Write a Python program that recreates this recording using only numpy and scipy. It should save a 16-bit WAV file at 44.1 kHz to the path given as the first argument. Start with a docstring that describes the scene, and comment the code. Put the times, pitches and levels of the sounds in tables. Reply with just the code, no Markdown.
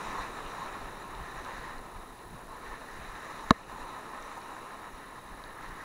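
"""Angler on shore rocks

Surf roars, splashes, foams and slaps into hollows, heard from a body-worn camera in a hard case.
Air buffets the case, a sleeve rustles, rod and reel tick; one sharp knock rings the case.
The case colours water, cloth and ticks. Electronics hiss and whine; the gain ducks at the knock."""
import sys
import numpy as np
from scipy import signal
from scipy.fft import rfft, irfft, next_fast_len
from scipy.io import wavfile
from scipy.ndimage import uniform_filter1d, minimum_filter1d, map_coordinates

SR = 44100
rng = np.random.default_rng(int(sys.argv[2]) if len(sys.argv) > 2 else 0)


def dump_mix(stems):
    """Bounce the given channels to the path in sys.argv[1] as a 16-bit WAV at rate SR."""
    frames = np.atleast_2d(stems).T  # one column per channel
    limited = np.clip(frames, -1, 1)  # hard clip at full scale
    pcm = np.round(limited * 32767).astype(np.int16)
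    wavfile.write(sys.argv[1], SR, pcm)


N = 257544

# Resonances and dips of the case wall. Each row: centre in Hz, width in Hz, gain in dB.
CASE_BANDS = [(1000, 356, 8.5), (1053, 49, 3.5), (1293, 158, 7), (1484, 200, 2.5), (1781, 333, 8),
              (2905, 230, 2.5), (3420, 130, -4), (3902, 690, 14), (5140, 250, -4.5), (5750, 2340, 10),
              (7100, 980, 5.5), (7600, 390, -5)]
# Waves running onto the rocks. Each row: crest time in seconds, wash level in dB, foam level in dB.
WAVE_CRESTS = [(.04, -40.5, -51), (.5, -44.5, -55.5), (.75, -48, -69), (1.42, -46, -58.5),
               (2.66, -49.5, -63), (3.02, -50.5, -64), (3.36, -48, -56.5), (3.85, -45, -60),
               (4.35, -50, -58), (4.6, -47.5, -64), (5.6, -47, -76)]
# Water and cloth spectra before the case. Each row: frequency in Hz, relative density in dB.
ROAR_SPECTRUM = [(20, -36), (70, -7.5), (150, -4.5), (300, -1.5), (420, -2), (550, -6), (750, -8),
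                 (1100, -16), (2000, -21), (6000, -40.5)]
WASH_SPECTRUM = [(150, -43), (500, -0.5), (800, 0), (1200, -1), (1600, -5.5), (2100, -6.5), (2800, -13),
                 (4500, -36), (12000, -63)]
FOAM_SPECTRUM = [(600, -5), (1600, -8.5), (2400, 9), (3200, -3.5), (4600, -10.5), (6500, -11.5), (9000, -6),
                 (12000, -15), (16000, -34)]
CLOTH_SPECTRUM = [(500, -34), (1100, -4), (1500, -0.5), (1850, 3.5), (2050, 3.5), (2400, -6), (4000, -20),
                  (7000, -26), (12000, -48)]
GURGLE_SPECTRUM = [(300, -36), (700, -3), (1000, 4), (1300, -5), (1900, -31), (3000, -46), (8000, -34)]
# Air, preamplifier and knock contact spectra. Each row: frequency in Hz, relative density in dB.
FLUTTER_SPECTRUM = [(8, -5), (20, 3.5), (35, 1), (60, -11), (100, -10), (200, -14.5), (350, -25.5),
                    (700, -41)]
THUMP_SPECTRUM = [(8, -12), (20, 7), (40, 1), (65, -8), (100, -17.5), (200, -19.5), (600, -57)]
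HISS_SPECTRUM = [(100, 0.12), (5000, 0.71), (9000, 2), (10500, 1.1), (12000, -0.62), (13300, -0.88),
                 (15000, 0.55), (16000, -0.53)]
CRACK_SPECTRUM = [(1500, 10), (2500, 12.5), (4000, 2), (6500, -5), (9000, -9), (15000, -16)]
# Soft buffets of air on the case. Each row: peak time in seconds, level in dB.
AIR_BUFFETS = [(.085, -44), (.2, -46), (.45, -44.5), (.835, -42), (1.13, -46), (1.215, -42), (1.39, -46),
               (1.585, -44.5), (1.78, -44.5), (1.97, -43), (2.335, -46), (2.71, -46.5), (2.99, -45.5),
               (3.09, -44.5), (3.47, -47), (3.74, -48), (3.835, -46.5), (4.22, -50), (4.96, -48.5),
               (5.34, -45), (5.7, -43)]
# Sleeve brushing as the arm moves. Each row: start in seconds, length in seconds, level in dB.
SLEEVE_STROKES = [(0, 0.21, -50), (1.122, 0.41, -52), (1.525, 0.18, -48.5), (2.622, 0.11, -49.5),
                  (2.843, .2, -50), (3.08, 0.5, -52), (4.898, 0.62, -56), (5.578, .28, -50)]
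# Water slapping near rocks. Each row: peak time in seconds, level in dB, half-length in seconds.
WATER_SLAPS = [(.175, -39.5, 0.15), (.545, -42, 0.036), (.625, -41.5, 0.058), (1.70, -47, 0.069),
               (2.52, -49, 0.083), (2.72, -45, .058), (3.305, -41.5, 0.03), (3.372, -44.5, .025),
               (3.44, -41, 0.022), (3.85, -48, 0.29), (3.97, -44.5, 0.021), (4.378, -39, 0.016),
               (4.51, -43, .044), (5.18, -43.5, 0.026), (5.64, -46, .039)]
# Rod and reel ticks. Each row: start in seconds, peak level in dB, band centre in Hz.
TACKLE_TICKS = [(.276, -42, 1800), (1.15, -41, 3200), (1.448, -40.5, 5000), (1.695, -36, 1400),
                (1.782, -45, 4700), (2.19, -46.5, 3200), (3.153, -41, 2400), (3.31, -37, 1080),
                (3.329, -41, 1600), (4.225, -43, 6400), (4.417, -45, 3900), (4.566, -31, 1200),
                (4.707, -38, 1490), (5.439, -41, 3700), (5.508, -45, 2400), (5.69, -47.5, 4100)]
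# Modes of the struck case. Each row: frequency in Hz, relative level in dB, T60 in seconds.
KNOCK_MODES = [(228, 4.5, 0.021), (466, -16, 0.049), (655, -10, 0.033), (1104, 0, 0.02),
               (1224, -2.5, 0.017), (1750, -6.5, 0.016), (2046, -8, 0.0096), (2785, -19, 0.015),
               (3900, -4, 0.0083), (4950, -26, 0.009), (6210, -19, 0.0065), (7280, -27, 0.0091)]


def amp(db):
    """Decibels to gain."""
    return 10 ** (np.asarray(db) / 20)


def unit_rms(x):
    """x at rms 1."""
    return x / np.sqrt(np.mean(x ** 2) + 1e-20)


def spectrum_db(spectrum, hz):
    """Spectrum table interpolated on a log frequency axis."""
    knots_hz, knots_db = np.transpose(spectrum)
    return np.interp(np.log(hz + 1), np.log(knots_hz + 1), knots_db)


def wobble(rate_hz):
    """Smooth random curve, spread about 1."""
    knots = rng.standard_normal(int(N * rate_hz / SR) + 4)
    return map_coordinates(knots, [np.arange(N) * rate_hz / SR])


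def coloured(x, gain_db):
    """x through a minimum-phase filter with response gain_db(hz)."""
    size = 2 * next_fast_len(len(x))
    cepstrum = irfft(np.log(amp(gain_db(np.fft.rfftfreq(size, 1 / SR)))), size)
    cepstrum[1:size // 2] *= 2
    cepstrum[size // 2 + 1:] = 0
    return irfft(rfft(x, size) * np.exp(rfft(cepstrum)), size)[:len(x)]


def noise(spectrum):
    """Steady shaped noise, rms 1."""
    return unit_rms(coloured(rng.standard_normal(N), lambda hz: spectrum_db(spectrum, hz)))


def case_db(hz):
    """Summed resonances and dips of the case."""
    return sum(db * .5 ** ((2 * (hz - centre_hz) / width_hz) ** 2)
               for centre_hz, width_hz, db in CASE_BANDS)


def through_case(x, spectrum):
    """x shaped by a source spectrum and the case, rms 1."""
    return unit_rms(coloured(x, lambda hz: spectrum_db(spectrum, hz) + case_db(hz)))


def churn(patchy_db):
    """Noise whose level varies in time-frequency patches, rms 1."""
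    bins = signal.stft(rng.standard_normal(N), nperseg=512)[2]
    patches = uniform_filter1d(rng.standard_normal(bins.shape), size=7, axis=0)
    patches = uniform_filter1d(patches, size=10, axis=1)
    return unit_rms(signal.istft(bins * amp(patchy_db * unit_rms(patches)))[1][:N])


def impacts(rate_hz, spread_db):
    """Random impulses of uneven size, rms 1."""
    hits = rng.random(N) < rate_hz / SR
    sizes = amp(spread_db * np.clip(rng.standard_normal(N), -2, 2))
    return unit_rms(hits * sizes * rng.choice([-1, 1], N))


def gate(start_s, end_s, attack_s, release_s):
    """Linear rise from start_s, hold, linear fall from end_s."""
    t = np.arange(N) / SR
    return np.clip((t - start_s) / attack_s, 0, 1) * np.clip(1 - (t - end_s) / release_s, 0, 1)


def swells(rows, x):
    """Short smooth swells of x, each scaled to its own level."""
    out, t = np.zeros(N), np.arange(N) / SR
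    for peak_s, db, half_s in rows:
        near = np.abs(t - peak_s) < half_s
        window = np.cos(np.pi / 2 * (t[near] - peak_s) / half_s) ** 4
        burst = window * x[near]
        out[near] += amp(db) * burst * np.linalg.norm(window) / np.linalg.norm(burst)
    return out


def surges_db(crests_s, peaks_db, ebb_db_per_s, build_db_per_s=21.5):
    """Power sum of waves, each building to its crest and ebbing."""
    age_s = np.arange(N) / SR - crests_s[:, None]
    each_db = peaks_db[:, None] + np.minimum(build_db_per_s * age_s, -ebb_db_per_s * age_s)
    return 20 * np.log10(np.linalg.norm(amp(each_db), axis=0))


def surf(roar_mean_db=-50, roar_db_per_wash_db=0.35, fade_db_per_s=0.56):
    """Breakers roar and slowly weaken; water splashes over the rocks and its foam fizzes."""
    crests_s, wash_peaks_db, foam_peaks_db = np.transpose(WAVE_CRESTS)
    wash_db = surges_db(crests_s, wash_peaks_db, ebb_db_per_s=11)
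    foam_db = surges_db(crests_s, foam_peaks_db, ebb_db_per_s=13.5)
    roar_db = roar_mean_db + roar_db_per_wash_db * (wash_db - wash_db.mean())
    roar_db -= fade_db_per_s * (np.arange(N) - N / 2) / SR
    slosh = wobble(28)  # single splashes lift wash and foam together
    roar = amp(roar_db + 0.19 * wobble(12)) * through_case(churn(patchy_db=0.44), ROAR_SPECTRUM)
    splashes = churn(patchy_db=1.0) + 0.6 * impacts(rate_hz=900, spread_db=5.5)
    wash = amp(wash_db + 1.4 * slosh) * through_case(splashes, WASH_SPECTRUM)
    fizz = churn(patchy_db=2.5) + .5 * impacts(rate_hz=2000, spread_db=4)
    foam = amp(foam_db + 0.66 * slosh) * through_case(fizz, FOAM_SPECTRUM)
    return roar + wash + foam


def buffeting(flutter_db=-54, rest_drop_db=5, thump_half_s=0.079):
    """Air flutters on the case, less while the arm rests, with occasional soft, deeper thumps."""
    arm_rest = gate(start_s=3.63, end_s=5, attack_s=.2, release_s=0.55)
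    flutter = amp(flutter_db - rest_drop_db * arm_rest) * noise(FLUTTER_SPECTRUM)
    thumps = [(peak_s, db, thump_half_s) for peak_s, db in AIR_BUFFETS]
    return flutter + swells(thumps, noise(THUMP_SPECTRUM))


def sleeve():
    """Cloth slides over cloth in many tiny slips with each arm stroke."""
    strokes = sum(amp(db) * gate(start_s, start_s + length_s, attack_s=0.052, release_s=0.088)
                  for start_s, length_s, db in SLEEVE_STROKES)
    slips = churn(patchy_db=2.0) + 0.36 * impacts(rate_hz=740, spread_db=9.5)
    return strokes * amp(2 * wobble(25)) * through_case(slips, CLOTH_SPECTRUM)


def electronics(hiss_db=-64):
    """Preamplifier hiss, a thin whine switching slightly unevenly, and a faint tone above it."""
    whine_hz, switching_hz, upper_hz = 10019.8, 38.2, 14992
    steady_db, switched_db, upper_db = -75, -67, -88.5
    t = np.arange(N) / SR
    switching = np.tanh(5 * np.sin(2 * np.pi * switching_hz * t + .2 * wobble(9)))
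    drift_rad = .35 * wobble(7)
    carrier = np.sin(2 * np.pi * whine_hz * t + drift_rad)
    whine = (amp(steady_db) + amp(switched_db) * switching) * carrier
    upper = amp(upper_db) * np.sin(2 * np.pi * upper_hz * t)
    return np.sqrt(2) * (whine + upper) + amp(hiss_db) * noise(HISS_SPECTRUM)


def slaps():
    """Water slaps into rock hollows and sets off a dense gurgle of bubbles."""
    bubbles = impacts(rate_hz=2500, spread_db=4)
    return swells(WATER_SLAPS, through_case(bubbles, GURGLE_SPECTRUM))


def tackle(t60_s=0.0052):
    """Rod and reel tick: short noise bursts, each in its own band, coloured by the case."""
    out, t = np.zeros(N + SR), np.arange(SR // 20) / SR
    for start_s, peak_db, centre_hz in TACKLE_TICKS:
        def response_db(hz):
            octaves = np.log2((hz + 1) / centre_hz)
            return 0.96 * case_db(hz) - np.minimum(22 * octaves ** 2, 50)

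        burst = rng.standard_normal(len(t)) * amp(-60 * t / t60_s)
        tick = coloured(burst, response_db)
        out[round(start_s * SR):][:len(t)] += amp(peak_db) * tick / np.abs(tick).max()
    return out[:N]


def knock(start_s=3.5071, gain_db=2.5, contact_s=0.00086, rise_cycles=0.5):
    """Hard blow on the case: a crack, damped modes (low ones build last), a thud as the mount gives."""
    crack_gain_db, crack_t60_s = -17.5, 0.0078
    thud_gain_db, thud_hz, thud_t60_s = -17.5, 58, 0.052
    out, t = np.zeros(N), np.arange(SR // 8) / SR
    ring = np.zeros(len(t))
    for hz, db, t60_s in KNOCK_MODES:
        rise = 1 - np.exp(-t * hz / rise_cycles)
        ring += amp(db - 60 * t / t60_s) * np.sin(2 * np.pi * hz * t) * rise
    burst = rng.standard_normal(len(t)) * amp(-60 * t / crack_t60_s)
    crack = amp(crack_gain_db) * coloured(burst, lambda hz: spectrum_db(CRACK_SPECTRUM, hz))
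    thud = amp(thud_gain_db - 60 * t / thud_t60_s) * np.sin(2 * np.pi * thud_hz * t)
    contact = 1 - np.exp(-t / contact_s)
    blow = (thud - ring + crack) * contact  # mount and walls move in opposition
    out[round(start_s * SR):][:len(t)] = amp(gain_db) * blow
    return out


def scene():
    """All sources, mono."""
    return (surf() + buffeting() + sleeve() + electronics() + slaps() + tackle() + knock())[None]


def record(dry):
    """Gain control ducks above half the ceiling and holds; peaks clip; the band is limited."""
    ceiling, duck_db, hold_s, cutoff_hz = .7, -4.2, .168, 15750
    hold_samples = int(hold_s * SR)
    target_gain = np.where(np.abs(dry) > ceiling / 2, amp(duck_db), 1)
    held_gain = minimum_filter1d(target_gain, hold_samples, origin=(hold_samples - 1) // 2)
    clipped = np.clip(dry * uniform_filter1d(held_gain, size=128), -ceiling, ceiling)
    size = next_fast_len(N + SR // 2)
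    passband = np.fft.rfftfreq(size, 1 / SR) < cutoff_hz
    return irfft(rfft(clipped, size) * passband, size)[:, :N]


dry = scene()
out = record(dry)
dump_mix(out)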